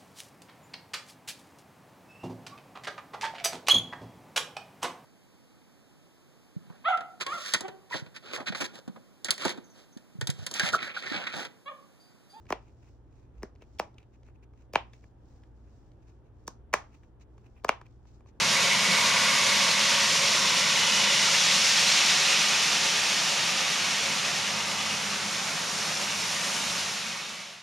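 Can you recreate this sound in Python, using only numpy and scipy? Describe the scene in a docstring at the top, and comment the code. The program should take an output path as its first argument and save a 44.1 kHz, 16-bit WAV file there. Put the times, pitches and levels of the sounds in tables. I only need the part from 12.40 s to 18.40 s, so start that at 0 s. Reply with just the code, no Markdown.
"""Silicone domes of a plastic fidget toy pop under a finger, over a carpet and close to a phone.
Each dome buckles and snaps through: a pulse of falling pitch, coloured by the resonances of its hollow
and of the frame. Between pops, fingertips tick on the frame and rub on the silicone.
A sleeve rustles and a small room reverberates; behind lie room tone, a far hum and one soft thump."""
import sys
import numpy as np
from scipy import signal
from scipy.fft import rfft, irfft, next_fast_len
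from scipy.io import wavfile
from scipy.ndimage import map_coordinates

SR = 44100
rng = np.random.default_rng(int(sys.argv[2]) if len(sys.argv) > 2 else 0)


def output_pcm(signal):
    """Save a mono or channel-first signal as 16-bit PCM at the path in sys.argv[1].

    Samples are clipped to [-1, 1] before scaling.
    """
    pcm = np.clip(np.atleast_2d(signal).T, -1, 1) * 32767
    wavfile.write(sys.argv[1], SR, np.round(pcm).astype(np.int16))


N = 264600

# stereo width of the diffuse field: (frequency [Hz], side minus mid [dB])
DIFFUSE_WIDTH = [(60, -12), (99, -15), (160, -16.5), (270, -14), (450, -6.5), (740, 0), (1220, -4),
                 (2010, -6), (3330, 1.5), (5500, -2), (9080, 9.5), (15000, 10.5)]


def amp(db):
    """Amplitude ratio of a level in decibels."""
    return 10 ** (np.asarray(db) / 20)


def along(points, hz):
    """Interpolation of (frequency, value) points on a logarithmic frequency axis."""
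    f, v = np.transpose(points)
    return np.interp(np.log(hz + 1), np.log(f + 1), v)


def wobble(rate):
    """Smooth random modulation: a spline with rate knots a second."""
    knots = rng.standard_normal(int(N * rate / SR) + 4)
    return map_coordinates(knots, [np.arange(N) * rate / SR])


def filtered(x, response):
    """Linear filtering: the spectrum of x times a complex frequency response."""
    n = x.shape[-1]
    m = next_fast_len(n + 2048)
    return irfft(rfft(x, m) * response(np.fft.rfftfreq(m, 1 / SR)), m)[..., :n]


def blend(*parts):
    """Power summation of spectra, each given as (shape, frequency scale, level [dB])."""
    return lambda f: np.sqrt(sum(amp(db + along(np.multiply(shape, [hz, 1]), f)) ** 2
                                 for shape, hz, db in parts))


def strokes(times, lengths, db):
    """Superposed Gaussian envelopes, each 9 dB down at 0.55 of its length from its middle."""
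    t = np.arange(0, N, 32) / SR
    swells = np.exp(-((t - times[:, None]) / (.55 * lengths[:, None])) ** 2)
    return np.repeat(amp(db) @ swells, 32)[:N]


def mid_side_gains(width, hz):
    """Constant-power division between mid and side."""
    angle = np.arctan(amp(along(width, hz)))
    return np.array([np.cos(angle), np.sin(angle)])


def left_right(mid, side):
    """Sum and difference give the left and right channels."""
    return np.array([mid + side, mid - side])


def diffuse_noise(spectrum, grain=1):
    """A diffuse field: independent mid and side noises, scaled so that the mid has rms 1."""
    response = lambda hz: amp(along(spectrum, hz)) * [np.ones_like(hz), amp(along(DIFFUSE_WIDTH, hz))]
    mid, side = filtered(grain * rng.standard_normal((2, N)), response)
    return left_right(mid, side) / np.sqrt(np.mean(mid ** 2))


def room_tone():
    """Ambient noise: a diffuse field, mostly bass, whose level wavers slightly."""
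    # noise spectrum: (frequency [Hz], relative density [dB])
    spectrum = [(15, -34.5), (25, -5.5), (80, 1), (127, -5), (170, -12.5), (249, -11), (317, -10),
                (624, -23), (887, -24), (1020, -28.5), (1700, -35), (2160, -43), (3520, -47.5),
                (4030, -53.5), (16000, -69)]
    return amp(-57.5 + .8 * wobble(4.6)) * diffuse_noise(spectrum)


def appliance_hum():
    """Two harmonics of a far appliance, slowly modulated in level and phase."""
    # harmonics: (frequency [Hz], rms level [dB])
    harmonics = [(59.2, -60), (118.4, -63.5)]
    t = np.arange(N) / SR
    hum = 0
    for hz, db in harmonics:
        amplitude = np.sqrt(2) * amp(db + 1.8 * wobble(6))
        hum += amplitude * np.exp(2j * np.pi * hz * t + .4j * wobble(3.3))
    return left_right(hum.real, amp(-8) * hum.imag)  # a weaker side in quadrature: the two microphones differ in phase by some 40 degrees


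def soft_thump():
    """One soft thump: a low tone burst under a Gaussian envelope."""
    # burst: (time [s], level [dB], frequency [Hz], half-width [s])
    burst = (1, -42.5, 55, 0.04)
    time, db, hz, half_width = burst
    t = np.arange(N) / SR - time
    return -amp(db) * np.exp(-(t / half_width) ** 2) * np.cos(2 * np.pi * hz * t)


def reverberation(x):
    """Double-slope decay: convolution with a noise tail that dies at its own rate in each band."""
    # decay of the near field of reflections: (frequency [Hz], reverberation time [s])
    decay_times = [(200, .13), (500, 0.17), (1000, .22), (2500, 0.18), (6000, 0.16), (12000, .15)]
    # spectrum of the tail: (frequency [Hz], level [dB])
    colour = [(220, -12.5), (400, -13.5), (800, -9), (1500, -15.5), (2300, -14.5), (3300, -10.5),
              (7000, -12.5), (14000, -26.5)]
    hz, t, noise = signal.stft(rng.standard_normal((2, len(x))), SR, nperseg=256)
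    drop_db = -60 * t / along(decay_times, hz)[:, None]
    fade = amp(drop_db) + amp(-19 + drop_db / 2)  # the slower slope comes from beyond the near walls
    fade *= amp(along(colour, hz))[:, None] / np.sqrt(np.sum(fade ** 2, 1, keepdims=True) * 128)
    tail = signal.istft(noise * fade * mid_side_gains(DIFFUSE_WIDTH, hz)[:, :, None], SR, nperseg=256)[1]
    onset = np.clip(np.arange(tail.shape[1]) / SR / .0031 - .4, 0, 1)  # walls answer after a few ms
    return left_right(*signal.fftconvolve(x[None], tail * onset, axes=1)[:, :len(x)])


def sleeve():
    """Friction noise of cloth: a grainy rustle that swells with each arm movement."""
    # movements: (middle time [s], length [s], level [dB])
    movements = [(0.03, 0.21, -84), (0.245, 0.21, -83), (0.488, 0.19, -79.5), (0.783, 0.15, -86),
                 (1.023, 0.14, -85.5), (1.36, 0.32, -82.5), (1.798, 0.33, -90.5), (2.198, .15, -86.5),
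                 (2.583, 0.21, -80.5), (2.945, .22, -79.5), (3.198, .12, -91), (3.39, 0.27, -81.5),
                 (3.716, 0.16, -85.5), (4.035, .2, -86.5), (4.552, 0.26, -83.5), (5.021, .2, -85),
                 (5.198, 0.13, -87.5), (5.5, 0.22, -84.5), (5.73, 0.16, -82.5), (5.97, 0.16, -91)]
    # rustle spectrum: (frequency [Hz], relative density [dB])
    cloth = [(800, -26.5), (2000, -5), (3500, -7), (5500, -1), (7500, -7.5), (9000, -23.5), (11500, -32.5),
             (15000, -19.5)]
    grain = amp(1.2 * wobble(25) + 2 * wobble(300))
    return strokes(*np.transpose(movements)) * diffuse_noise(cloth, grain)


def rubbing():
    """Sliding friction of skin on silicone: the same slips modulate a squeaky band and a hiss."""
    # strokes: (middle time [s], length [s], squeak level [dB], hiss level [dB])
    rubs = [(0.103, 0.025, -54, -64), (0.28, 0.053, -74, -83), (0.446, 0.057, -75, -83.5),
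            (0.487, 0.02, -72, -87), (0.772, 0.19, -81.5, -86.5), (0.972, 0.069, -79, -88),
            (1.225, 0.03, -66, -81), (1.6, 0.044, -70, -84), (1.633, 0.024, -81, -98),
            (1.747, 0.031, -74, -81.5), (1.854, 0.028, -82, -81), (1.883, 0.037, -71, -84),
            (1.957, 0.02, -72.5, -86.5), (2.039, 0.022, -69, -80), (2.202, 0.053, -75, -83.5),
            (2.551, 0.038, -69.5, -76), (2.641, 0.029, -74.5, -83), (3.282, 0.044, -79.5, -89),
            (3.629, 0.015, -77, -82.5), (3.687, 0.061, -76.5, -81), (3.866, 0.035, -78, -86.5),
            (4.545, 0.049, -68, -78), (4.641, 0.016, -71.5, -83), (4.818, 0.032, -70, -74.5),
            (4.986, 0.026, -80, -85), (5.061, 0.034, -71, -82), (5.179, 0.035, -69.5, -94),
            (5.461, 0.019, -69, -82), (5.687, 0.035, -75.5, -77), (5.749, 0.026, -85.5, -75.5),
            (5.886, 0.034, -71, -74)]
    # friction spectra: (frequency [Hz], relative density [dB])
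    squeak_spectrum = [(350, -25), (800, 4.5), (1800, -2.5), (2550, 4.5), (3300, -11.5), (4800, -28.5)]
    hiss_spectrum = [(2500, -36), (3800, 4.5), (5000, 1), (6200, 6), (7500, -3), (9000, -23.5),
                     (11000, -32), (15000, -22.5)]
    times, lengths, squeak_db, hiss_db = np.transpose(rubs)
    slips = amp(3.5 * wobble(180))
    squeak = strokes(times, lengths, squeak_db) * diffuse_noise(squeak_spectrum, slips)
    hiss = strokes(times, lengths, hiss_db) * diffuse_noise(hiss_spectrum, slips)
    return squeak + hiss


def resonance(f, hz, width, db):
    """Frequency response of a damped oscillator, with gain db at its natural frequency hz."""
    return amp(db) * 1j * f * width / (hz * hz - f * f + 1j * f * width)


def add_impact(out, time, colour, dome, delay_cycles, crossover_hz, room_db):
    """Impulse excitation of the frame: a dispersed pulse below the crossover, a noisy crack above."""
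    # modes of the plastic frame: (frequency [Hz], bandwidth [Hz], level [dB])
    modes = [(222, 53, -3), (396, 160, 0), (619, 30, -5), (1026, 260, -1), (1708, 120, -1.5),
             (2346, 220, 2.5), (6000, 3000, -3.5)]
    # stereo width of the direct sound: (frequency [Hz], side minus mid [dB])
    direct_width = [(60, -11), (140, -13.5), (330, -20), (770, -20.5), (1170, -18.5), (1790, -16.5),
                    (2740, -4.5), (4190, -4), (6410, -1), (9000, 8), (11500, 19.5), (15000, 7.5)]
    # phase of side against mid: (frequency [Hz], phase [rad])
    side_phase = [(300, 2), (700, .8), (1400, .8), (2400, 1.6), (10000, 1.6)]
    length, lead = SR * 2 // 5, 128  # samples in all, and before the pulse
    rise_s, fall_s = .01, .011  # the crack swells and dies by 60 dB in these times
    strike_db = .51 * rng.standard_normal(len(modes))  # each place excites the modes differently
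    frame = lambda f: 1 + sum(resonance(f, hz, width, db + offset)
                              for (hz, width, db), offset in zip(modes, strike_db))
    # bass leaves later, by about delay_cycles / f, so the pitch falls
    dispersion = lambda f: np.exp(-2j * np.pi * delay_cycles * np.log(1 + f / 45))
    highpass = lambda f: 1 / np.sqrt(1 + (crossover_hz / (f + 1)) ** 4)
    stereo = lambda f: mid_side_gains(direct_width, f) * [np.ones_like(f), np.exp(1j * along(side_phase, f))]
    t = (np.arange(length) - lead) / SR
    pulse = 1. * (t == 0)
    chirp = filtered(pulse, lambda f: dispersion(f) * np.sqrt(1 - highpass(f) ** 2))
    burst = amp(60 * np.minimum(t / rise_s, -t / fall_s)) * rng.standard_normal(length)
    crack = filtered(burst / np.linalg.norm(burst), highpass)
    direct = left_right(*filtered(chirp + crack, lambda f: colour(f) * frame(f) * dome(f) * stereo(f)))
    # the walls receive sound from all sides of the toy, which evens out its resonances
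    radiated = filtered(pulse, lambda f: colour(f) * dispersion(f) * np.abs(frame(f)) ** .29)
    echo = amp(room_db) * reverberation(radiated)
    span = out[:, round(time * SR) - lead:][:, :length]
    span += (direct + echo)[:, :span.shape[1]]


def finger_ticks():
    """Light impacts on the frame: the soft pad gives a low knock, the hard nail a click."""
    # touches: (time [s], knock level [dB], click level [dB], click centre [Hz])
    touches = [(0.056, -27, -31, 1400), (0.068, -28, -33, 2400), (1.024, -12, -30, 2000),
               (1.153, -23, -47, 4500), (1.16, -33, -38.5, 2400), (1.222, -13.5, -30, 2600),
               (1.388, -26.5, -20.5, 3000), (1.545, -28, -45, 4000), (1.584, -30, -24, 2700),
               (1.63, -33, -38, 2980), (1.833, -25, -33.5, 2090), (1.887, -22, -31, 1200),
               (2.137, -34, -35, 1200), (2.329, -31, -41.5, 3500), (2.535, -24, -23.5, 2300),
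               (2.642, -24, -31, 1660), (3.037, -41, -31.5, 1970), (3.519, -37.5, -43, 2970),
               (4.071, -31, -30, 6000), (4.635, -33, -31.5, 1406), (4.981, -45.5, -26, 1116),
               (5.239, -13, -35.5, 3500), (5.271, -34, -45, 1700), (5.415, -19.5, -17, 1200),
               (5.466, -27, -34.5, 2580), (5.655, -42, -29, 995), (5.808, -29, -29, 1022),
               (5.861, -23.5, -32, 1010)]
    # spectrum of the pad: (frequency [Hz], level [dB])
    knock = [(40, -16), (500, -0.5), (1000, -12), (2200, -29.5), (16000, -60)]
    # spectrum of the nail: (frequency [multiple of its centre], level [dB])
    click = [(.05, -40.5), (.45, -10.5), (1.01, 2), (2.1, -11), (5, -23), (16, -33)]
    out = np.zeros((2, N))
    for time, knock_db, click_db, click_hz in touches:
        colour = blend((knock, 1, knock_db), (click, click_hz, click_db))
        add_impact(out, time, colour, dome=np.ones_like, delay_cycles=.95, crossover_hz=1300, room_db=2)
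    return out


def dome_pops():
    """Snap-through buckling: each dome flips and rings at the resonance of its hollow; a weaker copy of each
    pop follows a millisecond or two later."""
    # snaps: (time [s], pitch [Hz], ring bandwidth [Hz], push level [dB], slap centre [Hz],
    # slap level [dB], crack centre [Hz], crack level [dB], rebound delay [s], room level [dB])
    snaps = [(0.105, 558, 150, 8, 1300, 2.5, 5000, -14, .001, 8),
             (0.125, 795, 150, 12, 2350, 3, 5500, -10.5, .0028, 3.5),
             (1.032, 394, 35, 4, 1550, -6.5, 5500, -18.5, .001, 8),
             (1.395, 900, 150, -27.5, 2300, -10.5, 5500, -13, .0016, 5),
             (1.398, 804, 150, 11.5, 2200, -1, 5500, -7.5, .0015, 5.5),
             (2.336, 534, 149, -1.5, 2500, -15.5, 5000, -15, .0017, 7.5),
             (2.348, 700, 151, -5, 2500, -12.5, 6000, -25, .0013, 4.5),
             (2.357, 894, 150, 17.5, 2400, 13.5, 5000, -10, .0013, 4.5),
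             (4.079, 470, 109, -3, 1151, 0, 6000, -7.5, .0011, 5),
             (4.331, 900, 150, 0, 2300, -8, 5800, -16, .0018, 6.5),
             (4.339, 1059, 150, 15.5, 1900, 12, 6000, 3, .0016, 7.5),
             (5.247, 753, 150, 8, 1200, 5.5, 5200, -9.5, .0018, 3),
             (5.284, 790, 150, -7, 2600, -11, 6000, -22.5, .0015, 3.5),
             (5.292, 1045, 150, 18.5, 2300, 13, 5800, -3, .0014, 3)]
    # air pushed by the dome: (frequency [multiple of its pitch], level [dB])
    push = [(.05, -34.5), (.25, -11.5), (.55, -3.5), (1.05, -0.5), (1.9, -10.5), (4, -24), (20, -60.5)]
    # silicone meeting the frame: (frequency [multiple of its centre], level [dB])
    slap = [(.12, -39), (.55, -13.5), (.8, -3.5), (1.02, -1), (1.25, -4.5), (1.6, -15.5), (7, -50.5)]
    # the rim flicking over: (frequency [multiple of its centre], level [dB])
    crack = [(.15, -28), (.6, -11), (.88, -5), (1.02, -1), (1.2, -7.5), (1.9, -12.5), (3, -8)]
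    out = np.zeros((2, N))
    for time, hz, width, push_db, slap_hz, slap_db, crack_hz, crack_db, rebound_s, room_db in snaps:
        ring_db = -5.5 + 20 * np.log10(96 / width)  # a narrower resonance stands higher
        rebound = lambda f: 1 + amp(-9) * np.exp(-2j * np.pi * f * rebound_s)
        dome = lambda f: (1 + resonance(f, hz, width, ring_db)) * rebound(f)
        colour = blend((push, hz, push_db), (slap, slap_hz, slap_db), (crack, crack_hz, crack_db))
        add_impact(out, time, colour, dome, delay_cycles=1.6, crossover_hz=3500, room_db=room_db)
    return out


def scene():
    """Superposition: the sound pressures of all sources add."""
    return dome_pops() + finger_ticks() + rubbing() + sleeve() + appliance_hum() + room_tone() + soft_thump()


def record(dry):
    """Band limiting: the phone's response falls from 16 kHz to nothing at 16.9 kHz."""
    return filtered(dry, lambda hz: np.clip((16900 - hz) / 900, 0, 1) ** 2)


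dry = scene()
out = record(dry)
output_pcm(out)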